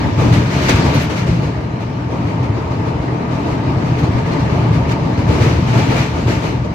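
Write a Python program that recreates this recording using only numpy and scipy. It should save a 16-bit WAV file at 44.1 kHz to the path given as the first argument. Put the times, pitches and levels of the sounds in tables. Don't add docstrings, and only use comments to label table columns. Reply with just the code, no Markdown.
import sys
import numpy as np
from scipy import signal
from scipy.fft import rfft, irfft, next_fast_len
from scipy.io import wavfile
from scipy.ndimage import uniform_filter1d, map_coordinates

SR = 44100
rng = np.random.default_rng(int(sys.argv[2]) if len(sys.argv) > 2 else 0)


def pcm_store(signal):
    levels = np.round(np.clip(np.atleast_2d(signal), -1, 1) * 32767)
    wavfile.write(sys.argv[1], SR, levels.astype(np.int16).T)


N = 297234

# (time [s], girder throb [dB], deck boom [dB])
DECK_LEVELS = [(0.0, -24, -17), (0.17, -24, -16.5), (0.3, -18, -12), (0.5, -25, -17), (0.75, -19.5, -15.5),
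               (1.15, -32, -20.5), (1.3, -25, -15), (1.65, -32.5, -24), (2.15, -32, -21.5),
               (2.45, -30.5, -22), (3.35, -28, -21), (3.8, -28, -19.5), (4.05, -25.5, -21.5),
               (4.6, -24.5, -16), (5.05, -26.5, -19.5), (5.5, -17, -15.5), (5.85, -25, -16),
               (6.1, -25, -21.5), (6.32, -24.5, -20), (6.74, -24, -21)]
# (centre [s], half length [s], gain [dB])
BOOM_DIP = (0.12, 0.038, -11.5)
# (time [s], roar [dB], hiss [dB])
ROLLING_LEVELS = [(0.0, -18, -37), (0.2, -24.5, -39.5), (0.8, -18.5, -30.5), (1.1, -24.5, -40),
                  (1.6, -25.5, -46), (2.5, -23, -44.5), (3.3, -21.5, -44), (4.1, -21, -39.5),
                  (4.6, -19.5, -41), (5.2, -21, -40.5), (5.6, -22.5, -40), (5.9, -20, -37), (6.2, -27, -45),
                  (6.74, -25.5, -45)]
# (time [s], level [dB], half length [s])
WIND_PUFFS = [(0.08, -16, 0.021), (.24, -27, .05), (3.9, -34, .03), (4.158, -26, .025), (4.46, -33, .03),
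              (5.77, -27, 0.026)]
# (time [s], crash [dB], thud [dB], rise [s], nominal t60 [s])
WHEEL_BLOWS = [(0.171, -28.5, -12, .024, 0.99), (0.318, -24, -15, 0.014, 0.46),
               (0.492, -24.5, -30, 0.067, 0.86), (0.608, -22, -18, .04, 0.68),
               (0.681, -14, -7, 0.012, 0.21), (0.75, -13.5, -26, .038, 0.12),
               (0.835, -28.5, -14.5, 0.019, .72), (0.93, -19.5, -13.5, 0.031, 0.32),
               (0.987, -18.5, -33, 0.04, 0.25), (1.094, -31, -19.5, .006, 0.59),
               (1.154, -20, -14, 0.05, .29), (1.264, -34, -20.5, 0.0031, 0.92),
               (1.411, -28, -14, 0.047, 0.33), (1.798, -29, -17, 0.038, 0.19), (2.095, -41, -21, 0.018, 1),
               (2.257, -32.5, -17, .044, 0.34), (2.423, -30.5, -16.5, 0.023, 0.17),
               (2.557, -34.5, -21, 0.036, .2), (2.703, -38.5, -20, .008, .37),
               (2.854, -30, -10, 0.035, 0.21), (3.006, -36, -17.5, .041, 0.29),
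               (3.295, -37.5, -26.5, .024, 0.93), (3.445, -29.5, -11, 0.068, 0.38),
               (3.498, -26, -22, .045, 0.16), (3.845, -41, -29, .005, .7), (3.978, -29, -15, 0.015, .19),
               (4.027, -25, -9, 0.023, 0.14), (4.171, -28, -10.5, .027, 0.12),
               (4.249, -32, -20, .022, 0.23), (4.312, -37.5, -22, .007, .43),
               (4.385, -28, -19, 0.036, 0.21), (4.485, -36.5, -24, 0.047, 1), (4.725, -22, -19, 0.048, .19),
               (4.887, -30, -33, .006, 0.18), (4.91, -22, -21, .01, .092), (5.17, -36, -19, 0.0079, 0.53),
               (5.266, -25, -10, .055, 0.79), (5.396, -27, -16.5, 0.016, 1),
               (5.656, -22.5, -21, 0.063, 0.4), (5.728, -30, -13.5, .011, .8),
               (5.765, -29, -26, .011, 0.91), (5.887, -23, -8.5, 0.041, 0.5),
               (5.95, -18.5, -20, 0.052, 0.44), (6.126, -29.5, -14.5, .049, .74),
               (6.265, -26.5, -14.5, 0.017, 0.72), (6.414, -27.5, -14, 0.026, 0.51),
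               (6.642, -32, -12.5, .013, .09)]
# (time [s], peak [dB])
HARD_JOLTS = [(0.179, -8), (0.248, -8), (0.3, -8), (0.362, -6), (0.422, -7.5), (0.641, -14.5), (0.722, -5),
              (0.873, -5), (0.967, -5), (1.183, -12.5), (1.281, -3.5), (1.38, -10.5), (1.435, -10),
              (1.629, -12.5), (2.244, -6), (2.388, -11), (2.486, -8), (2.788, -10), (2.862, -10.5),
              (3.342, -13), (3.476, -12), (3.761, -7), (3.885, -9), (3.908, -6.5), (4.024, -3.5),
              (4.077, -7.5), (4.416, -4.5), (4.58, -8), (4.698, -5), (4.76, -6), (5.004, -11), (5.176, -7),
              (5.279, -13), (5.398, -4.5), (5.459, -4.5), (5.535, -9), (5.582, -5.5), (5.652, -17),
              (5.752, -1.5), (5.879, -9), (5.992, -5.5), (6.253, -9), (6.539, -10)]
# (frequency [Hz], relative level [dB], t60 [s])
DECK_MODES = [(80.5, -8.5, 0.14), (118.2, 0.5, 0.19), (151, -6, 0.13), (230, -9.5, 0.073), (310, -8, 0.077),
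              (441, -14, 0.064)]
# (time [s], frequency [Hz], linewidth [Hz], level [dB], length [s])
SQUEAKS_AND_TICKS = [(0.69, 5990, 900, -17, 0.011), (0.937, 11900, 1000, -38, 0.028),
                     (.99, 12000, 1200, -44, 0.077), (3.207, 4200, 150, -43, 0.042),
                     (3.985, 14200, 2500, -50, .03), (4.03, 4300, 150, -40, 0.035),
                     (4.306, 4250, 150, -36, .05), (4.375, 4230, 100, -43, 0.043),
                     (4.91, 14000, 2500, -56, .03)]

# (frequency [Hz], relative density [dB])
THROB_SPECTRUM = [(12, -50), (20, -29), (38, -16.5), (64, -3), (92, -4.5), (120, -35), (200, -120)]
BOOM_SPECTRUM = [(54, -41), (92, -6), (124, 0.5), (194, -5.5), (230, -11), (300, -54), (510, -120)]
ROAR_SPECTRUM = [(140, -32), (230, 1.5), (448, -6.5), (485, -11), (667, -7.5), (744, -12.5), (905, -11),
                 (1300, -19), (1690, -59), (2860, -120)]
RING_SPECTRUM = [(760, -14.5), (1300, -5.5), (1460, -2), (2270, -2.5), (3000, -9), (3900, -36),
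                 (6600, -120)]
HISS_SPECTRUM = [(1760, -28), (3000, -3.5), (3720, -3.5), (4100, -3), (6110, -9.5), (8200, -20.5),
                 (10700, -56), (18000, -120)]
FIZZ_SPECTRUM = [(4820, -18), (8200, -10.5), (8810, -2), (12300, -5.5), (15600, -13)]
WIND_SPECTRUM = [(12, -30), (25, 2), (120, -3), (250, -18), (500, -60)]
THUD_SPECTRUM = [(140, -19.5), (230, -1), (402, -5.5), (448, -6.5), (489, -6.5), (898, -14), (1300, -20),
                 (1690, -51), (2860, -120)]
CLANG_SPECTRUM = [(760, -18), (1300, -0.5), (1590, -1), (2310, 1), (3000, -4.5), (3900, -33), (6600, -120)]
CRASH_SPECTRUM = [(1760, -21.5), (3000, -3.5), (4340, -3.5), (5380, -8.5), (6130, -7.5), (8200, -19),
                  (10700, -50), (18000, -120)]

# (frequency [Hz], bandwidth [Hz], gain [dB])
IN_PHASE_MODES = [(79.5, 16, 5.5), (121.5, 28, 7.5), (165, 24, 6.5), (293, 31, 4.5), (446.4, 12.4, 4.5),
                  (609, 21, 2), (678, 20, 1.5), (881, 16, 7), (932, 39, 4.5), (1190, 49, 4),
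                  (2360, 100, 1.5), (4250, 180, 0), (5740, 450, -0.5), (12000, 700, 2.5)]
ANTIPHASE_MODES = [(120, 27, 4), (293, 50, 7.8), (418, 26, 7), (612, 37, 3), (974, 97, 4.2),
                   (1200, 67, 2.6)]
# (frequency [Hz], side over mid [dB])
SIDE_LEVELS = [(60, -24), (110, -24.5), (200, -17.5), (380, -7.5), (700, -3), (1290, 2), (2380, -0.5),
               (4400, 0.5), (8120, 0), (15000, 1.5)]
# (frequency [Hz], left over right [dB])
WINDOW_BIAS = [(60, 0), (110, 1), (200, 2), (380, 2.5), (700, 1.5), (1290, 3), (2380, 3), (4400, 1),
               (8120, 1), (15000, 7)]


def amp(db):
    return 10 ** (np.asarray(db) / 20)


def unit_rms(x):
    return x / np.sqrt(np.mean(x ** 2) + 1e-20)


def level_at(points, hz):
    frequencies, levels = np.transpose(points)
    return np.interp(np.log(hz + 1), np.log(frequencies + 1), levels)


def envelopes(rows):
    times, *columns = np.transpose(rows)
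    return [np.interp(np.arange(N) / SR, times, column) for column in columns]


def wobble(rate_hz):
    knots = rng.standard_normal(int(N * rate_hz / SR) + 4)
    return map_coordinates(knots, [np.arange(N) * rate_hz / SR])


def filtered(x, response):
    size = next_fast_len(N + SR // 2)
    return irfft(rfft(x, size) * response(np.fft.rfftfreq(size, 1 / SR)), size)[..., :N]


def resonances(modes, hz):
    return 1 + sum((amp(db) - 1) * 1j * hz * width / (centre ** 2 - hz ** 2 + 1j * hz * width)
                   for centre, width, db in modes)


def coach_response(hz):
    mid = resonances(IN_PHASE_MODES, hz)
    side = resonances(ANTIPHASE_MODES, hz) * amp(level_at(SIDE_LEVELS, hz))
    return np.array([mid, side])


def steel_noise(spectrum, patchy_db, grain_db):
    grains = rng.standard_normal((2, N)) * amp(grain_db * wobble(400))
    spectrogram = signal.stft(grains, nperseg=512)[2]
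    patches = uniform_filter1d(rng.standard_normal(spectrogram.shape[1:]), 5, axis=0)
    patches = uniform_filter1d(patches, 8, axis=1)
    rattle = signal.istft(spectrogram * amp(patchy_db * unit_rms(patches)), nperseg=512)[1][:, :N]
    mid, side = filtered(rattle, lambda hz: amp(level_at(spectrum, hz)) * coach_response(hz))
    return unit_rms(np.array([mid + side, mid - side]))


def deck_rumble():
    throb_db, boom_db = envelopes(DECK_LEVELS)
    centre, half_length, dip_db = BOOM_DIP
    dip = amp(dip_db * np.exp(-((np.arange(N) / SR - centre) / half_length) ** 4))
    throb = amp(throb_db) * steel_noise(THROB_SPECTRUM, patchy_db=-1.8, grain_db=-0.8)
    boom = amp(boom_db) * steel_noise(BOOM_SPECTRUM, patchy_db=0.07, grain_db=0.3)
    return throb + dip * boom


def rolling_noise():
    roar_db, hiss_db = envelopes(ROLLING_LEVELS)
    ring_db = 0.47 * roar_db + 0.53 * hiss_db - 1.5
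    fizz_db = hiss_db - 20.5
    uneven = wobble(rate_hz=16)
    roar = amp(roar_db + 0.5 * uneven) * steel_noise(ROAR_SPECTRUM, patchy_db=0.77, grain_db=0.66)
    ring = amp(ring_db + 0.36 * uneven) * steel_noise(RING_SPECTRUM, patchy_db=1.5, grain_db=1.1)
    hiss = amp(hiss_db + 0.52 * uneven) * steel_noise(HISS_SPECTRUM, patchy_db=1.76, grain_db=0.6)
    fizz = amp(fizz_db + 0.6 * uneven) * steel_noise(FIZZ_SPECTRUM, patchy_db=0.7, grain_db=1.5)
    return roar + ring + hiss + fizz


def wind_buffeting():
    t = np.arange(N) / SR
    eddies = unit_rms(filtered(rng.standard_normal((3, N)), lambda hz: amp(level_at(WIND_SPECTRUM, hz))))
    buffets = amp(-41 + 2.1 * np.array([wobble(7), wobble(4.1)]))
    puffs = sum(amp(db) * np.exp(-((t - centre) / half) ** 2) for centre, db, half in WIND_PUFFS)
    return buffets * eddies[:2] + puffs * eddies[2] * np.array([[1], [-1]])


def wheel_clatter():
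    power = np.zeros((4, N + SR))
    t = np.arange(SR * 3 // 4) / SR
    for start, crash_db, thud_db, rise, t60 in WHEEL_BLOWS:
        clang_db = crash_db + 4
        fizz_db = crash_db - 17.5 + 0.1 * (crash_db + 30)
        band_db = np.array([thud_db, clang_db, crash_db, fizz_db])[:, None]
        band_t60 = max(t60, 0.03) * np.array([[1.15], [1.1], [1], [0.9]])
        envelope = (1 - np.exp(-t / rise)) * amp(band_db - 60 * t / band_t60)
        power[:, round(start * SR):][:, :len(t)] += envelope ** 2
    thud, clang, crash, fizz = np.sqrt(power[:, :N])
    return (thud * steel_noise(THUD_SPECTRUM, patchy_db=1.43, grain_db=0.1)
            + clang * steel_noise(CLANG_SPECTRUM, patchy_db=0.37, grain_db=-0.4)
            + crash * steel_noise(CRASH_SPECTRUM, patchy_db=1.0, grain_db=-0.4)
            + fizz * steel_noise(FIZZ_SPECTRUM, patchy_db=1.0, grain_db=1.0))


def light_jolts():
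    count, spacing_s, clearance_s = 80, 0.13, 0.05
    over_boom_db, scatter_db = 5, 4
    times, _, boom_db = np.transpose(DECK_LEVELS)
    jitter, scatter = rng.uniform(-1, 1, size=(count, 2)).T
    starts = spacing_s * (np.arange(count) + 1 + jitter / 2)
    peak_db = np.interp(starts, times, boom_db) + over_boom_db + scatter_db * scatter
    gap_to_hard = np.abs(starts[:, None] - np.transpose(HARD_JOLTS)[0]).min(axis=1)
    keep = (gap_to_hard > clearance_s) & (starts < N / SR)
    return list(zip(starts[keep], peak_db[keep]))


def axle_thumps():
    out = np.zeros(N + SR)
    t = np.arange(SR // 4) / SR
    rise_s, in_phase_s = 0.007, 0.016
    for start, peak_db in HARD_JOLTS + light_jolts():
        phase = rng.uniform(0, 2 * np.pi)
        ring = np.zeros(len(t))
        for hz, db, t60 in DECK_MODES:
            decay = amp(db + rng.normal(0, 2.7) - 60 * t / t60)
            detuned_hz = hz * rng.normal(1, 0.045)
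            ring += decay * np.cos(2 * np.pi * detuned_hz * (t - in_phase_s) + phase)
        ring *= (1 - np.exp(-t / rise_s)) ** 2
        out[round(start * SR):][:len(t)] += amp(peak_db) * ring / np.abs(ring).max()
    return out[:N]


def squeaks_and_ticks():
    out = np.zeros((2, N))
    for start, hz, width_hz, db, length in SQUEAKS_AND_TICKS:
        t = np.arange(round(length * SR)) / SR
        phase_steps = rng.normal(0, np.sqrt(2 * np.pi * width_hz / SR), (2, len(t)))
        tone = np.sin(2 * np.pi * hz * t + np.cumsum(phase_steps, axis=1))
        out[:, round(start * SR):][:, :len(t)] += amp(db) * np.sin(np.pi * t / length) * tone
    return out


def scene():
    train = deck_rumble() + axle_thumps() + rolling_noise() + wheel_clatter() + squeaks_and_ticks()
    split = np.array([[0.5], [-0.5]])
    at_ports = filtered(train, lambda hz: amp(split * level_at(WINDOW_BIAS, hz)))
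    return at_ports + wind_buffeting()


def record(dry):
    ceiling, cutoff_hz = 1.1, 15750
    saturated = dry / (1 + np.abs(dry / ceiling) ** 6) ** (1 / 6)
    return filtered(saturated, lambda hz: hz < cutoff_hz)


dry = scene()
out = record(dry)
pcm_store(out)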